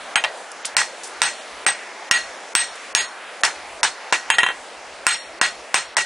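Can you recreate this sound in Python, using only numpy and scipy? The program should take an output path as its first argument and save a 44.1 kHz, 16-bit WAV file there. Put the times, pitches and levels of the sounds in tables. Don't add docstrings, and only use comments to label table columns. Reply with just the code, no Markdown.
import sys
import numpy as np
from scipy import signal
from scipy.fft import rfft, irfft
from scipy.io import wavfile
from scipy.ndimage import uniform_filter1d

SR = 44100
rng = np.random.default_rng(int(sys.argv[2]) if len(sys.argv) > 2 else 0)


def gain_from_db(level_db):
    decades = np.asarray(level_db, float) / 20
    return 10 ** decades


def to_wav(s):
    ch = np.atleast_2d(s).T
    pcm = np.round(np.clip(ch, -1, 1) * 32767)
    wavfile.write(sys.argv[1], SR, pcm.astype(np.int16))


N = 266805
T = np.arange(N) / SR

# start_s, force_db, anvil_body_db, hammer_head_db, anvil_heel_db
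BLOWS = [(.766, 8.5, -20, -43, -16), (1.217, 11, -19, -32, -17.5), (1.664, 5, -17.5, -24, -14),
         (2.111, 13, -16, -19.5, -19), (2.551, 16, -20, -19.5, -11.5), (2.949, 14, -17.5, -12.5, -19),
         (3.434, 4, -20, -43, -46), (3.83, 3.5, -46, -44, -20), (4.124, 1.5, -18, -32, -30),
         (5.066, 15, -14.5, -16.5, -15), (5.413, 9, -18, -23, -21.5), (5.742, 8.5, -26, -28, -18),
         (5.967, 7, -22, -28, -22.5)]
BOUNCES = [
    (.156, 4.5, -15.5, -24, -21),
    (0.238, -3.5, -16, -34, -33),
    (4.301, 11, -15.5, -18.5, -21),
    (4.383, 2.5, -14, -23, -23.5),
    (4.431, -5, -9, -19, -32),
    (4.463, -10, -8, -35, -33),
    (4.486, -12.5, -12, -39, -37),
    (4.5, -23.5, -9, -40, -31),
]
# start_s, level_db, centre_hz, t60_s
FLAKES = [(.167, -23, 2500, .016), (0.246, -5.5, 1880, 0.016), (.516, -27, 7500, 0.022),
          (0.6477, -19.5, 2400, 0.035), (0.6525, -17.5, 8000, 0.057), (0.658, -31, 4620, 0.21),
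          (.815, -14, 1510, 0.028), (1.0335, -30.5, 7050, 0.24), (1.074, -27, 12000, .027),
          (2.754, -36, 8000, 0.054), (3.408, -34, 10000, .047), (3.450, -5, 4850, 0.015),
          (3.461, -21, 6660, 0.04), (3.722, -43, 6000, .03), (4.439, -6, 2080, 0.0096)]
MODE_HZ = [940, 1040, 1396, 1690, 1886, 1912, 1950, 2490, 2680, 2748, 3055, 3162, 3785, 4270, 4932, 5350,
           5497, 5580, 5745, 5990, 6638, 7340, 8205, 8246, 8325, 8839, 9120, 10470, 10570]
# level_db, t60_s
MODES = [(-22, 0.056), (0.5, 0.057), (-1, 0.11), (-0.5, 0.096), (-2, 0.044), (0.5, 0.23), (-10.5, 0.1),
         (-15.5, 0.22), (2, 0.029), (-4, 0.17), (-6, 0.032), (-7.3, 0.13), (-19, 0.57), (2, 0.35),
         (0.5, 0.23), (-28, 0.19), (18.5, 0.068), (-8, 0.52), (-5, 0.16), (1, 0.15), (-3.2, 0.2),
         (-10.5, 0.19), (-4.5, 0.18), (3, 0.15), (-2, 0.071), (-27, 0.43), (-37, 0.51), (-14.5, 0.13),
         (-54, 0.17)]
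RING_EDGES_HZ = [2300, 2900, 3500, 6200, 7500]
# centre_hz, rattle_db, t60_s, crack_db
CLATTER = [(220, -33.5, 0.16, -65), (410, -23, 0.26, -70), (656, -6, 0.082, -26.5), (900, -5.5, 0.19, -1),
           (1576, -3, 0.21, 1.5), (2400, -2, 0.18, -6), (3610, -7.5, 0.23, -2.5), (5900, -23.5, 0.23, -2.5),
           (8250, -18.5, 0.24, -6.5), (9500, -13, 0.13, -21)]
# pitch_hz, level_db_per_hz
FORGE = [(30, -60), (100, -102), (170, -17), (250, -17), (450, -9.5), (620, -3), (850, -6), (1100, -7.5),
         (1900, -8), (3000, -15), (6000, -21), (11000, -27.5)]
# pitch_hz, side_minus_mid_db
WIDTH = [(100, -10.5), (300, -12), (600, -18), (2000, -17), (4500, -10), (11000, -9)]
# time_s, level_db
FORGE_LEVEL = [(0, -35), (1.5, -36), (3, -36), (4.5, -36.5), (5.5, -36.5), (6.05, -39.5)]

WAIST_DB = (1.5, 3.5)
FACE_DB = (-17.5, 11)
BAR_RING_DB = (-32, -50)
RING_SHARE = (0.94, 0.76)
TILT_DB = (0.1, -0.5)
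THUD_DB = (-28, -30)

LATE_S = .0009
HEAD_HZ = 6638
TILT_PER_DB = 0.139
CRACK_DB, CRACK_PER_DB, CRACK_TOP_DB = -13, 1.0, -0.5
THIN_PER_DB, THIN_FROM_DB = 0.76, 9.5
SPRAY_DB, SPRAY_PER_DB, SPRAY_T60_S = -36, 0.3781, .22
KNEE_DB, SQUASH_PER_DB = 0.56, 1.33
RECOVER_DB_S = 305
TOP_HZ = 10750


def strikes():
    rows = sorted([(*row, 0) for row in BLOWS] + [(*row, 1) for row in BOUNCES])
    s, force_db, body_db, head_db, heel_db, bare = np.transpose(rows)
    return s + LATE_S, force_db, body_db, head_db, heel_db, bare.astype(int)


def anvil():
    out, hz = np.zeros((2, N)), np.array(MODE_HZ)[:, None]
    mode_db, t60 = np.transpose(MODES)[:, :, None]
    head = (hz == HEAD_HZ) | (hz > 10000)
    group = np.searchsorted(RING_EDGES_HZ, np.where(head, HEAD_HZ, hz)[:, 0])
    lean = rng.standard_normal(hz.shape) * .4 * np.minimum(hz / 6000, 1)
    rough = np.where(head, .35, np.where(hz < 3500, 1.1, np.where(hz < 6200, 1.7, .7)))
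    hold, holds = 400, 40
    for s, force_db, body_db, head_db, heel_db, bare in zip(*strikes()):
        i = int(s * SR)
        u = T[:min(holds * hold, N - i)]
        chance = np.repeat(rng.standard_normal((2, len(hz), holds)), hold, axis=2)
        size, wobble = uniform_filter1d(chance, hold, axis=2)[:, :, :len(u)]
        phase, spread = rng.standard_normal((2, len(hz), 1))
        groups_db = np.array([body_db, body_db + WAIST_DB[bare], body_db + FACE_DB[bare],
                              BAR_RING_DB[bare], head_db, heel_db])
        ring_db = force_db + groups_db[group][:, None] + mode_db + 2.8 * spread
        flutter_db = 3.54 * np.minimum(rough, 1) * size
        env = gain_from_db(ring_db + flutter_db - 60 * u / (t60 * RING_SHARE[bare]))
        turn = 2 * np.pi * hz * u + 3 * phase + 1.056 * rough * wobble
        left = (env * np.sin(turn + lean)).sum(axis=0)
        right = (env * np.sin(turn - lean)).sum(axis=0)
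        out[:, i:i + len(u)] += [left, right]
    return out * gain_from_db(-4.0)


def clatter():
    s, force_db, *_, bare = strikes()
    tilt_db = np.array(TILT_DB)[bare] + TILT_PER_DB * force_db
    share = np.array(RING_SHARE)[bare]
    crack_db = np.minimum(CRACK_DB + CRACK_PER_DB * force_db, CRACK_TOP_DB)
    lumps, out = gain_from_db(2.2 * walk(150)), 0
    for hz, db, t60, snap_db in CLATTER:
        octaves = np.log2(hz / 2500)
        lean_db = tilt_db * octaves
        thin_db = THIN_PER_DB * (force_db - THIN_FROM_DB) * np.clip(octaves, -1.5, 0) * (1 - bare)
        tail_db = force_db + db + lean_db + 0.42 * thin_db - 19.5
        tail = fades(s, tail_db, t60 * share, 0.00063) * lumps * gain_from_db(2.3 * walk(60))
        crack = fades(s, crack_db + snap_db + lean_db + thin_db + 3, .009, .0005)
        out = out + stereo(band(hz, 0.42), hz) * (tail + crack)
    thud = fades(s, crack_db + np.array(THUD_DB)[bare], 0.21, .004)
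    return out + stereo(band(71, 1.6), 60) * thud


def spray():
    s, force_db, _, head_db, _ = np.transpose(BLOWS)
    db = force_db + SPRAY_DB - SPRAY_PER_DB * np.maximum(head_db, -38)
    env = fades(s + LATE_S, db, SPRAY_T60_S, 0.0011)
    return stereo(band(6200, 0.63), 8400) * env * gain_from_db(1.5 * walk(150))


def flakes():
    out = 0
    for s, db, hz, t60 in FLAKES:
        out = out + stereo(band(hz, 1.0), hz) * fades(np.array([s]), [db], t60, 0.0004)
    return out


def forge():
    out, swell = 0, walk(1.5)
    for hz in 40 * 2 ** np.arange(0, 8.3, .4):
        db = curve(FORGE, hz) + 10 * np.log10(hz)
        out = out + stereo(band(hz, 0.43), hz) * gain_from_db(db + .5 * swell + 3.17 * walk(9))
    return out / out.std() * gain_from_db(np.interp(T, *np.transpose(FORGE_LEVEL)))


def walk(rate):
    k = int(SR / rate)
    held = np.repeat(rng.standard_normal(N // k + 1), k)
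    return 0.88 * uniform_filter1d(uniform_filter1d(held, k), k)[:N]


def band(hz, octaves):
    f = np.fft.rfftfreq(N, 1 / SR) + 1
    shape = np.exp(-(np.log2(f / hz) / octaves) ** 2)
    x = irfft(rfft(rng.standard_normal((2, N))) * shape, N)
    return x / x.std()


def stereo(pair, hz):
    side = gain_from_db(curve(WIDTH, hz)) * pair[1]
    return np.array([pair[0] + side, pair[0] - side])


def fades(starts, db, t60, rise):
    env = np.zeros(N)
    for s, d, t in zip(starts, db, t60 + 0 * starts):
        i, t = int(s * SR), max(t, .002)
        u = T[:min(int(t * SR), N - i)]
        env[i:i + len(u)] += gain_from_db(d - 60 * u / t) * (1 - np.exp(-u / rise))
    return env


def curve(table, hz):
    table_hz, value = np.transpose(table)
    return np.interp(np.log(hz), np.log(table_hz), value)


def gain_control():
    db = np.zeros(N)
    for s, force_db in zip(*strikes()[:2]):
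        u = T - s - .0013
        drop_db = np.clip(SQUASH_PER_DB * (force_db - KNEE_DB) - RECOVER_DB_S * u, 0, None)
        db = np.minimum(db, -drop_db * (u > 0))
    return gain_from_db(uniform_filter1d(db, size=31))


def starve(x, size, block, steady, wide, narrow, db, low_hz):
    f, _, z = signal.stft(x, SR, nperseg=size)
    power = (abs(z) ** 2).sum(axis=0)
    blocks = (np.arange(power.shape[1]) + block - 2) // block
    starts = np.flatnonzero(np.diff(blocks, prepend=blocks[0] - 1))
    loudest = np.maximum.reduceat(uniform_filter1d(power, wide, axis=0), starts, axis=1)
    masker = loudest[:, blocks - blocks[0]]
    centre = np.minimum(np.arange(len(f)) // narrow * narrow + narrow // 2, len(f) - 1)
    local = uniform_filter1d(power, narrow, axis=0)[centre]
    share = uniform_filter1d(local / (masker + 1e-18), steady, axis=1)
    keep = (share > gain_from_db(2 * db + 6 * f[:, None] / TOP_HZ)) | (f[:, None] < low_hz)
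    total = power.sum(axis=0)
    attack = total > 5 * np.roll(total, 2)
    return signal.istft(z * np.where(keep | attack, 1, .03), SR, nperseg=size)[1][:, :N]


def scene():
    return anvil() + clatter() + spray() + flakes() + forge()


def top_cut(x):
    return signal.sosfilt(signal.butter(12, 11100, fs=SR, output="sos"), x)


def record(dry):
    x = .9 * np.tanh(dry * gain_control() / .9)
    x = signal.sosfilt(signal.butter(2, 190, "high", fs=SR, output="sos"), x)
    x = x + stereo(band(50, 1.5), 60) * gain_from_db(-80 + 18 * np.tanh(3 * walk(16)))
    x = starve(x, size=256, block=8, steady=1, wide=31, narrow=3, db=-27, low_hz=1200)
    x = starve(x, size=1024, block=1, steady=3, wide=71, narrow=7, db=-5.3, low_hz=4200)
    x = signal.sosfilt(signal.ellip(10, .2, 90, TOP_HZ, fs=SR, output="sos"), x)
    return top_cut(np.clip(x, -1, 1))


dry = scene()
out = record(dry)
to_wav(out)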